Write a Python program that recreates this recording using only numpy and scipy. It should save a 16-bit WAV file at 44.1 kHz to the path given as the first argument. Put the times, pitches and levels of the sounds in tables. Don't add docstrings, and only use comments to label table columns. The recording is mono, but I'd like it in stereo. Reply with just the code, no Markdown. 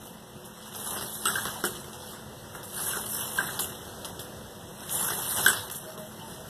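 import sys
import numpy as np
from scipy import signal
from scipy.fft import rfft, irfft, dct, next_fast_len
from scipy.io import wavfile
from scipy.ndimage import uniform_filter1d

SR = 44100
rng = np.random.default_rng(int(sys.argv[2]) if len(sys.argv) > 2 else 0)


def voltage_ratio(decibels):
    exponent = np.asarray(decibels, float) / 20
    return 10 ** exponent


def transcribe(u):
    v = np.clip(np.atleast_2d(u).T, -1, 1)
    q = np.round(v * 32767).astype(np.int16)
    wavfile.write(sys.argv[1], SR, q)


N = 286194

# start_s, wall_db, wall_hz, upper_wall_db, rim_db
KNOCKS = [(1.258, -14, 1323, -14.5, -11.5), (1.2731, -25, 1370, -21, -12), (1.286, -19, 1415, -23, -14.5),
          (1.3579, -14.5, 1560, -23.5, -44), (1.386, -23, 1620, -56, -36), (1.4556, -21.5, 1107, -34, -47),
          (2.551, -33, 1400, -46, -38), (2.868, -29, 1610, -36.5, -25), (2.9348, -23, 1490, -33, -34),
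          (3.38, -21.5, 1016, -29, -26), (3.3879, -10, 1544, -27, -33), (5.0875, -22, 1550, -30, -22),
          (5.104, -26, 1220, -31, -38), (5.374, -36, 1560, -36.5, -44), (5.465, -1, 1526, -11, -9.5),
          (5.4795, -35, 1600, -22, -18), (5.485, -16.5, 1634, -16.5, -5.5)]
# start_s, click_db, thud_db, flour_db, edge_db
TICKS = [(0.0225, -45, -49, -55, -56), (0.443, -39.5, -56, -40, -56), (0.7487, -31.5, -40.5, -34, -48),
         (0.9614, -34, -28.5, -46, -37), (1.0104, -32, -37.5, -33, -28), (1.0346, -48, -38, -45, -38),
         (1.4532, -25.5, -31.5, -55, -42), (1.6387, -19, -20.5, -20.5, -20), (1.932, -35, -52, -68, -53),
         (2.549, -40, -38, -52, -49), (2.6308, -34.5, -54, -34.5, -34), (2.968, -38, -32, -47, -33),
         (3.5906, -25, -37, -21, -31), (3.5925, -30, -46, -50, -21), (3.6207, -39, -43, -33, -45),
         (4.0465, -26.5, -59, -37, -43), (4.1931, -30, -47, -41, -54), (4.197, -37, -53, -38.5, -31),
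         (4.42, -55.5, -54, -56, -55), (4.8052, -35, -63, -42, -42), (4.8941, -28, -55, -40, -34),
         (5.118, -57, -31.5, -60, -56), (5.698, -25.5, -50, -33, -26), (5.714, -44, -55, -37, -26.5),
         (5.7484, -35.5, -50, -33, -34), (5.7561, -49, -55, -45, -31), (5.85, -44, -41, -59, -45),
         (5.97, -51, -51, -49, -62), (5.977, -36, -43, -45, -40), (6.1875, -54, -56, -50, -60)]
# mode_hz, level_db, t60_s
COUNTER_MODES = [(198, -4, 0.3), (372.3, 4.5, 0.056), (410, -11, 0.13)]
# mode_hz, level_db, t60_s
UPPER_MODES = [(904, 0, 0.026), (2190, 6, 0.12), (2786, 4, 0.081), (2999, 6, 0.082), (3346, 2, 0.086),
               (3830, -7.5, 0.12), (5130, -10, 0.054), (5700, -16, 0.028)]
# freq_hz, level_db (per Hz)
HISS_COLOUR = [(5000, -30.5), (7000, -1.5), (8500, -11.5), (9000, 5.5), (9500, 1.5), (10500, -0.5),
               (11700, 4.5), (13000, -4.5)]


def evened(x):
    return x / np.sqrt(np.mean(x ** 2) + 1e-20)


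def read(points, hz):
    f, value = np.transpose(points)
    return np.interp(np.log(hz + 1), np.log(f + 1), value)


def add(mix, s, sound):
    part = mix[..., round(s * SR):][..., :sound.shape[-1]]
    part += sound[..., :part.shape[-1]]


def banded(x, low_hz, high_hz):
    b, a = signal.butter(2, [low_hz, high_hz], "band", fs=SR)
    return evened(signal.lfilter(b, a, x))


def bumps(peaks, hz):
    return np.sqrt(1 + sum(voltage_ratio(db) ** 2 / (1 + (2 * (hz - f) / width) ** 2) for f, width, db in peaks))


def noise(gain, patchy_db):
    frames, hz = N // 256 + 5, np.fft.rfftfreq(1024, 1 / SR)
    a, b, c, d, patches = rng.standard_normal((frames, 513, 5)).T
    patches = uniform_filter1d(patches, size=14, axis=0)
    patches = evened(uniform_filter1d(patches, size=8, axis=1))
    z = np.array([a + 1j * b, c + 1j * d]) * gain(hz)[:, None] * voltage_ratio(patchy_db * patches)
    return evened(signal.istft(z, nperseg=1024, noverlap=768)[1][:, :N])


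def grit(per_s, spread_db, ms):
    size = voltage_ratio(spread_db * np.minimum(rng.exponential(1, N), 5))
    size = size * (rng.random(N) < per_s / SR)
    keep = np.exp(-1000 / (ms * SR))
    return evened(np.sqrt(signal.lfilter([1], [1, -keep], size ** 2) + 1e-9))


def waver(hz, width, t):
    slow = signal.lfilter([1], [1, -np.exp(-np.pi * width / SR)], rng.standard_normal((2, 2, len(t))))
    slow = evened(slow) + 3 / width * np.array([[1, 0], [0, 1]])[..., None]
    return evened(slow[0] * np.cos(2 * np.pi * hz * t) + slow[1] * np.sin(2 * np.pi * hz * t))


def room_air():
    # freq_hz, level_db (per Hz)
    air_colour = [(40, -41), (70, -7), (130, 7.5), (220, -1.5), (400, -15.5), (800, -12.5), (1500, -21.5),
                  (2500, -15), (4000, -31), (6000, -27.5), (8000, -34), (10500, -38), (12800, -28)]
    return voltage_ratio(-45.5) * noise(lambda hz: voltage_ratio(read(air_colour, hz)), 2.2)


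def far_tones():
    # tone_hz, width_hz, level_db
    machines = [(53.2, 17, -50), (116, 7.1, -75), (132.2, 8.1, -56.5), (177.6, 3, -53), (215.1, 1.7, -49),
                (360.8, 7.4, -57), (498.5, 8.8, -58), (953, 14, -68)]
    # start_s, length_s, tone_hz, width_hz, level_db
    outside = [
        (5.84, 0.092, 633, 3, -48.5),
        (5.92, 0.17, 624, 5.2, -49),
        (6.19, 0.11, 900, 4, -54),
        (6.32, 0.18, 635, 3.3, -54),
        (6.192, 0.052, 2940, 200, -50.5),
    ]
    out = sum(voltage_ratio(db) * waver(hz, width, np.arange(N) / SR) for hz, width, db in machines)
    t = np.arange(0, .2, 1 / SR)
    for s, length, hz, width, db in outside:
        swell = np.sin(np.pi * np.minimum(t / length, 1))
        add(out, s, voltage_ratio(db) * waver(hz, width, t) * swell)
    return out


def kitchen(x):
    # freq_hz, t60_s
    decay = [(200, 0.32), (1500, 0.32), (4000, 0.43), (9000, 0.11), (13000, 0.024)]
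    taps = np.zeros((2, SR // 2))
    at = np.arange(120, SR // 2 - 20, 20) + rng.integers(0, 20, (2, (SR // 2 - 121) // 20))
    np.put_along_axis(taps, at, rng.choice([-1., 1.], at.shape), 1)
    hz, t, z = signal.stft(taps, SR, nperseg=256)
    tail = signal.istft(z * voltage_ratio(-60 * t / read(decay, hz)[:, None]), SR, nperseg=256)[1]
    return signal.fftconvolve(x[None], tail / np.linalg.norm(tail[0]), axes=1)[:, :N]


def ring(modes, luck, t):
    tones = 0
    for k, (hz, db, t60) in enumerate(modes):
        level = voltage_ratio(db + 2.2 * luck[k] - 60 * t / t60)
        tones = tones + level * np.sin(2 * np.pi * hz * (1 + 0.0112 * luck[k + 8]) * t)
    return tones / abs(tones).max()


def ticks():
    thud_counter_db, slide_t60_s, slide_rise_s = 8, 0.23, 0.0096
    clicks, flour, t = np.zeros(N), np.zeros(N), np.arange(12000) / SR
    for (s, click_db, thud_db, flour_db, edge_db), luck in zip(TICKS, rng.standard_normal((40, 16))):
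        snap = rng.standard_normal(len(t)) + 4 * (t == 0)
        click = voltage_ratio(click_db + 1 - 60 * t / .009) * banded(snap, 2500, 8500)
        click += voltage_ratio(edge_db + 2 - 60 * t / .012) * banded(snap, 8500, 16000)
        click += voltage_ratio(thud_db + 1 - 60 * t / 0.04) * banded(snap, 420, 1800)
        click += voltage_ratio(thud_db + thud_counter_db) * ring(COUNTER_MODES, luck, t)
        add(clicks, s + .0007, click)
        add(flour, s, voltage_ratio(flour_db - 60 * t / slide_t60_s) * np.minimum(t / slide_rise_s, 1) ** 2)
    hiss = noise(lambda hz: voltage_ratio(.8 * read(HISS_COLOUR, hz)), 2.2) * grit(2500, 1.7, 1.5)
    return clicks, flour * hiss


def knocks():
    # mode_hz, level_db, t60_s
    rim_modes = [(8210, 2, 0.074), (8040, 2.5, 0.082), (8400, -5, 0.089), (8440, -4, 0.12), (8470, 0, 0.08),
                 (11300, -10, .05), (11100, -4, 0.11)]
    wall_t60_s, wall_rise_s = 0.041, 0.0023
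    jolt_share, jolt_db = 0.61, -15
    out, t = np.zeros(N), np.arange(8000) / SR
    for (s, wall_db, wall_hz, upper_db, rim_db), luck in zip(KNOCKS, rng.standard_normal((40, 16))):
        wall = [(wall_hz, 0, wall_t60_s), (wall_hz * 1.045, -12, wall_t60_s)]
        snap, fade = rng.standard_normal(len(t)), voltage_ratio(-60 * t / .016)
        upper = ring(UPPER_MODES, luck[::-1], t) + voltage_ratio(-1) * fade * banded(snap, 2000, 7000)
        rim = ring(rim_modes, -luck, t) + voltage_ratio(-9) * fade * banded(snap, 7000, 14000)
        sound = voltage_ratio(jolt_db + jolt_share * (wall_db + upper_db) / 2) * ring(COUNTER_MODES, luck, t)
        sound += voltage_ratio(upper_db - 2) * upper + voltage_ratio(rim_db + 1) * rim
        add(out, s - .003, sound)
        add(out, s - .002, voltage_ratio(wall_db - 2) * ring(wall, luck, t) * np.minimum(t / wall_rise_s, 1))
    return out


def far_port(x):
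    # freq_hz, level_db
    far_level = [(400, -14.5), (1500, -1.5), (3300, -11.5), (5700, -11), (8000, -14), (12000, 0)]
    # freq_hz, lag_rad
    far_lag = [(400, 3.5), (1500, 1.46), (3300, 0.3), (5700, -0.8), (8000, -2), (12000, -1.5)]
    size = next_fast_len(N + 4096)
    hz = np.fft.rfftfreq(size, 1 / SR)
    path = voltage_ratio(read(far_level, hz)) * np.exp(-1j * read(far_lag, hz))
    return irfft(rfft(x, size) * path, size)[:N]


def together(*levels_db):
    return 10 * np.log10(sum(voltage_ratio(2 * np.clip(v, -150, 0)) for v in levels_db))


def after(t, s, db, rise_s, t60):
    late = np.clip(t - s, 1e-12, None)
    return db - 60 * late / t60 + 20 * np.log10(np.minimum(late / rise_s, 1))


def hand():
    # fastest_s, rise_s, fall_s, flour_db, finger_db
    sweeps = [(0.07, 0.058, 0.065, -49, -55.5), (0.78, 0.049, 0.076, -41.5, -55),
              (0.92, 0.14, 0.096, -34, -43.5), (1.03, 0.46, 0.092, -55, -41.5),
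              (1.2, 0.3, 0.26, -37.5, -46.5), (1.32, 0.055, 0.22, -33.5, -39), (1.5, .08, 0.13, -46, -44),
              (1.74, 0.36, 0.16, -50, -46), (2.121, 0.31, 0.088, -49, -49),
              (2.56, 0.034, 0.052, -45.5, -53), (2.8, 0.11, 0.076, -37, -43.5),
              (2.91, 0.17, 0.23, -31.5, -38.5), (3.11, 0.043, 0.34, -33.5, -53),
              (3.22, 0.13, 0.092, -36.5, -40.5), (3.41, 0.22, 0.37, -39.5, -39.5),
              (4.07, 0.17, 0.08, -53, -57), (4.87, 0.13, 0.054, -69, -56), (4.93, 0.041, 0.54, -29, -41),
              (5.04, 0.24, 0.84, -39, -40.5), (5.33, 0.081, 0.11, -29.5, -56),
              (5.386, 0.032, 0.046, -50, -33), (5.49, 0.16, 0.12, -32, -33.5),
              (5.768, 0.052, 0.057, -50, -63), (6.31, 0.11, 0.092, -48.5, -51.5),
              (6.48, 0.043, 0.019, -53, -66)]
    # time_s, level_db
    weight = [(0, -45.5), (.2, -50.5), (.45, -50.5), (.7, -66), (.85, -53), (1.5, -44.5), (2.1, -45.5),
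              (2.45, -44.5), (2.56, -43.5), (2.66, -47), (3.1, -45.5), (3.6, -42), (3.95, -40.5),
              (4.75, -45.5), (4.92, -48), (5.7, -47.5), (6.05, -47), (6.35, -43)]
    sweep_drop_db, sweep_round = 12, 1.5
    hiss_rest_db, rub_rest_db = -61, -60.5
    lean_rub_db, lean_ring_db = -16, -10
    finger_ring_db, finger_push_db = -6, -2.5
    chatter_share, chatter_db, chatter_rise_s, chatter_t60_s = 0.53, -24, 0.0028, 0.45
    drag_db, drag_rise_s, drag_t60_s = -12, 0.0061, 0.2
    t = np.arange(0, N / SR, .002)
    drops = []
    for s, rise, fall, *_ in sweeps:
        away = np.where(t < s, (s - t) / rise, (t - s) / fall).clip(0)
        drops.append(sweep_drop_db * away ** sweep_round)
    flour = together(*(row[3] - drop for row, drop in zip(sweeps, drops)))
    finger = together(*(row[4] - drop for row, drop in zip(sweeps, drops)))
    lean = np.interp(t, *np.transpose(weight))
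    chatter = together(*(after(t, s, chatter_share * db + chatter_db, chatter_rise_s, chatter_t60_s)
                         for s, db, *_ in KNOCKS))
    drag = together(*(after(t, s, db + drag_db, drag_rise_s, drag_t60_s) for s, db, *_ in TICKS))
    hiss = together(flour, hiss_rest_db)
    rub = together(finger, drag, lean + lean_rub_db, rub_rest_db)
    wall_ring = together(finger + finger_ring_db, chatter, lean + lean_ring_db)
    push = together(lean, finger + finger_push_db)
    return [np.interp(np.arange(N) / SR, t, v) for v in (hiss, rub, wall_ring, push)]


def strokes():
    # freq_hz, level_db (per Hz)
    rub_colour = [(400, -6), (900, 5), (2000, 1), (3200, 0.5), (4500, 5), (6500, -1.5), (8500, 0.5),
                  (11000, 0)]
    # freq_hz, level_db (per Hz)
    push_colour = [(30, -33), (45, -22), (60, 3.5), (90, 3), (180, -7), (280, -15), (600, -17),
                   (1000, -30.5)]
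    wall_hz, wall_half_width_hz = 1542, 350
    hiss_db, rub_db, ring_db, push_db = hand()
    walls = [(f, 60, db + 1) for f, db, t60 in UPPER_MODES]
    thuds = [(f, 40, db) for f, db, t60 in COUNTER_MODES]
    hiss = noise(lambda hz: voltage_ratio(read(HISS_COLOUR, hz)), 3.4) * grit(2000, 2.2, 2.5)
    rub = noise(lambda hz: voltage_ratio(read(rub_colour, hz)) * bumps(walls, hz), 3.0) * grit(1300, 2.5, 2.5)
    wall_ring = noise(lambda hz: 1 / (1 + ((hz - wall_hz) / wall_half_width_hz) ** 2), 1.8)
    wall_ring = wall_ring * grit(300, 2.5, 6.0)
    push = noise(lambda hz: voltage_ratio(read(push_colour, hz)) * bumps(thuds, hz), 0.92)
    out = voltage_ratio(hiss_db + 2.5) * hiss + voltage_ratio(rub_db + 4) * rub
    return out + voltage_ratio(ring_db - 6) * wall_ring + voltage_ratio(push_db + 4.5) * push


def scene():
    blows, (clicks, flour) = knocks(), ticks()
    direct = voltage_ratio(1) * np.array([blows + clicks, far_port(blows + clicks)])
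    echo = kitchen(0.25 * blows + 0.27 * clicks)
    return room_air() + far_tones() + echo + flour + direct + strokes()


def paired(first, second, hz):
    # freq_hz, likeness (0-1)
    likeness = [(30, .997), (60, 0.9), (125, 0.85), (200, 0.68), (350, 0.42), (600, 0.55), (1500, 0.05),
                (3000, .2), (13000, .1)]
    # freq_hz, level_db
    second_level = [(300, -.3), (1500, 2.2), (3000, -.5), (6500, 1), (9000, 4.6), (13000, 5)]
    both, apart = first + second, first - second
    alike = np.clip(read(likeness, hz), -.9, .999)
    both, apart = both * np.sqrt(1 + alike) / 2, apart * np.sqrt(1 - alike) / 2
    tilt = voltage_ratio(read(second_level, hz) / 2)
    return (both + apart) / tilt, (both - apart) * tilt


def aimed(first, second, hz):
    # freq_hz, share (0-1)
    shares = [(100, .93), (1100, .89), (2400, .97), (4600, .58), (5800, .52), (7000, .42), (10000, .24),
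              (13000, .2)]
    aim_hz, edge_hz = 2324.4, 13110
    taken = np.clip(read(shares, hz), 0, 1) * np.exp(-2j * np.pi * hz / aim_hz)
    edge = 1 / (1 + (hz / edge_hz) ** 300)
    return np.array([first - taken * second, second - taken * first]) * edge


def hushed(x):
    # end_s, length_s, gain_db
    hushes = [(1.255, 0.0083, 1.5), (1.644, 0.0077, -1.5), (2.634, 0.015, -2), (3.591, 0.0043, -11),
              (4.043, 0.0084, -2), (5.456, .012, 1), (5.701, 0.012, -9), (5.977, 0.017, -7),
              (1.652, 0.006, -6), (3.607, 0.0067, -3.5), (5.711, 0.0066, -12)]
    t = np.arange(N) / SR
    gain_db = sum(db * ((t > s - length) & (t < s - .001)) for s, length, db in hushes)
    treble = signal.sosfiltfilt(signal.butter(2, 3570, "high", fs=SR, output="sos"), x)
    return x - (1 - voltage_ratio(uniform_filter1d(gain_db, size=44))) * treble


def thinned(sides):
    # freq_hz, level_db
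    limits = [(1100, -21), (1900, -7), (2700, -7.5), (3500, -8.5), (4600, -4.3), (5400, -8), (6000, -6.5),
              (7000, -7), (9000, -10), (12000, -10.5)]
    drift_db, loud_share = 3.0, .18
    hop, first_frame = 1024, 408
    frames, window = N // hop + 2, np.sin(np.pi * (np.arange(2 * hop) + .5) / (2 * hop))
    pair = np.array([sides[0] + sides[1], sides[0] - sides[1]]) / 2
    pair = np.pad(pair, [(0, 0), (hop - first_frame, 3 * hop)])
    at = np.arange(frames)[:, None] * hop + np.arange(2 * hop)
    a, b, c, d = np.split(pair[:, at] * window, 4, axis=2)
    z = dct(np.concatenate([-c[..., ::-1] - d, a - b[..., ::-1]], axis=2), type=4, norm="ortho")
    starts = np.r_[0:96:8, 96:144:12, 144, 160, 176, 196, 216, 240, 264, 292, 306:hop:16]
    hz = (starts + np.diff(np.r_[starts, hop]) / 2) * SR / (2 * hop)
    power = uniform_filter1d(np.add.reduceat(z ** 2, starts, axis=2), size=2, axis=1)
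    drift = uniform_filter1d(rng.standard_normal(power.shape), size=2)
    drift = evened(uniform_filter1d(drift, size=4, axis=1))
    loud_db = 10 * np.log10(power[..., 10:].sum(axis=(0, 2)) + 1e-20)
    starved_db = loud_share * np.clip(loud_db - np.median(loud_db), -8, 10)
    limit_db = read(limits, hz) + drift_db * drift + starved_db[:, None]
    kept = power > (hz > 700) * voltage_ratio(limit_db) ** 2 * power[::-1]
    z = z * kept[..., np.searchsorted(starts, np.arange(hop), "right") - 1]
    u, v = np.split(dct(z, type=4, norm="ortho"), 2, axis=2)
    blocks = np.concatenate([v, -v[..., ::-1], -u[..., ::-1], -u], axis=2) * window
    joined = blocks[:, 1:, :hop] + blocks[:, :-1, hop:]
    joined = np.concatenate([blocks[:, 0, :hop], joined.reshape(2, -1)], axis=1)
    both, apart = joined[:, hop - first_frame:][:, :N]
    return np.array([both + apart, both - apart])


def top_cut(x):
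    return signal.sosfilt(signal.butter(12, 14260, fs=SR, output="sos"), x)


def record(dry):
    size = next_fast_len(N + 4096)
    hz = np.fft.rfftfreq(size, 1 / SR)
    first, second = rfft(1.15 * np.tanh(dry / 1.15), size)
    first, second = paired(first, second, hz)
    sides = irfft(aimed(first, second, hz), size)[:, :N]
    mix = thinned(hushed(sides))
    return top_cut(mix)


dry = scene()
out = record(dry)
transcribe(out)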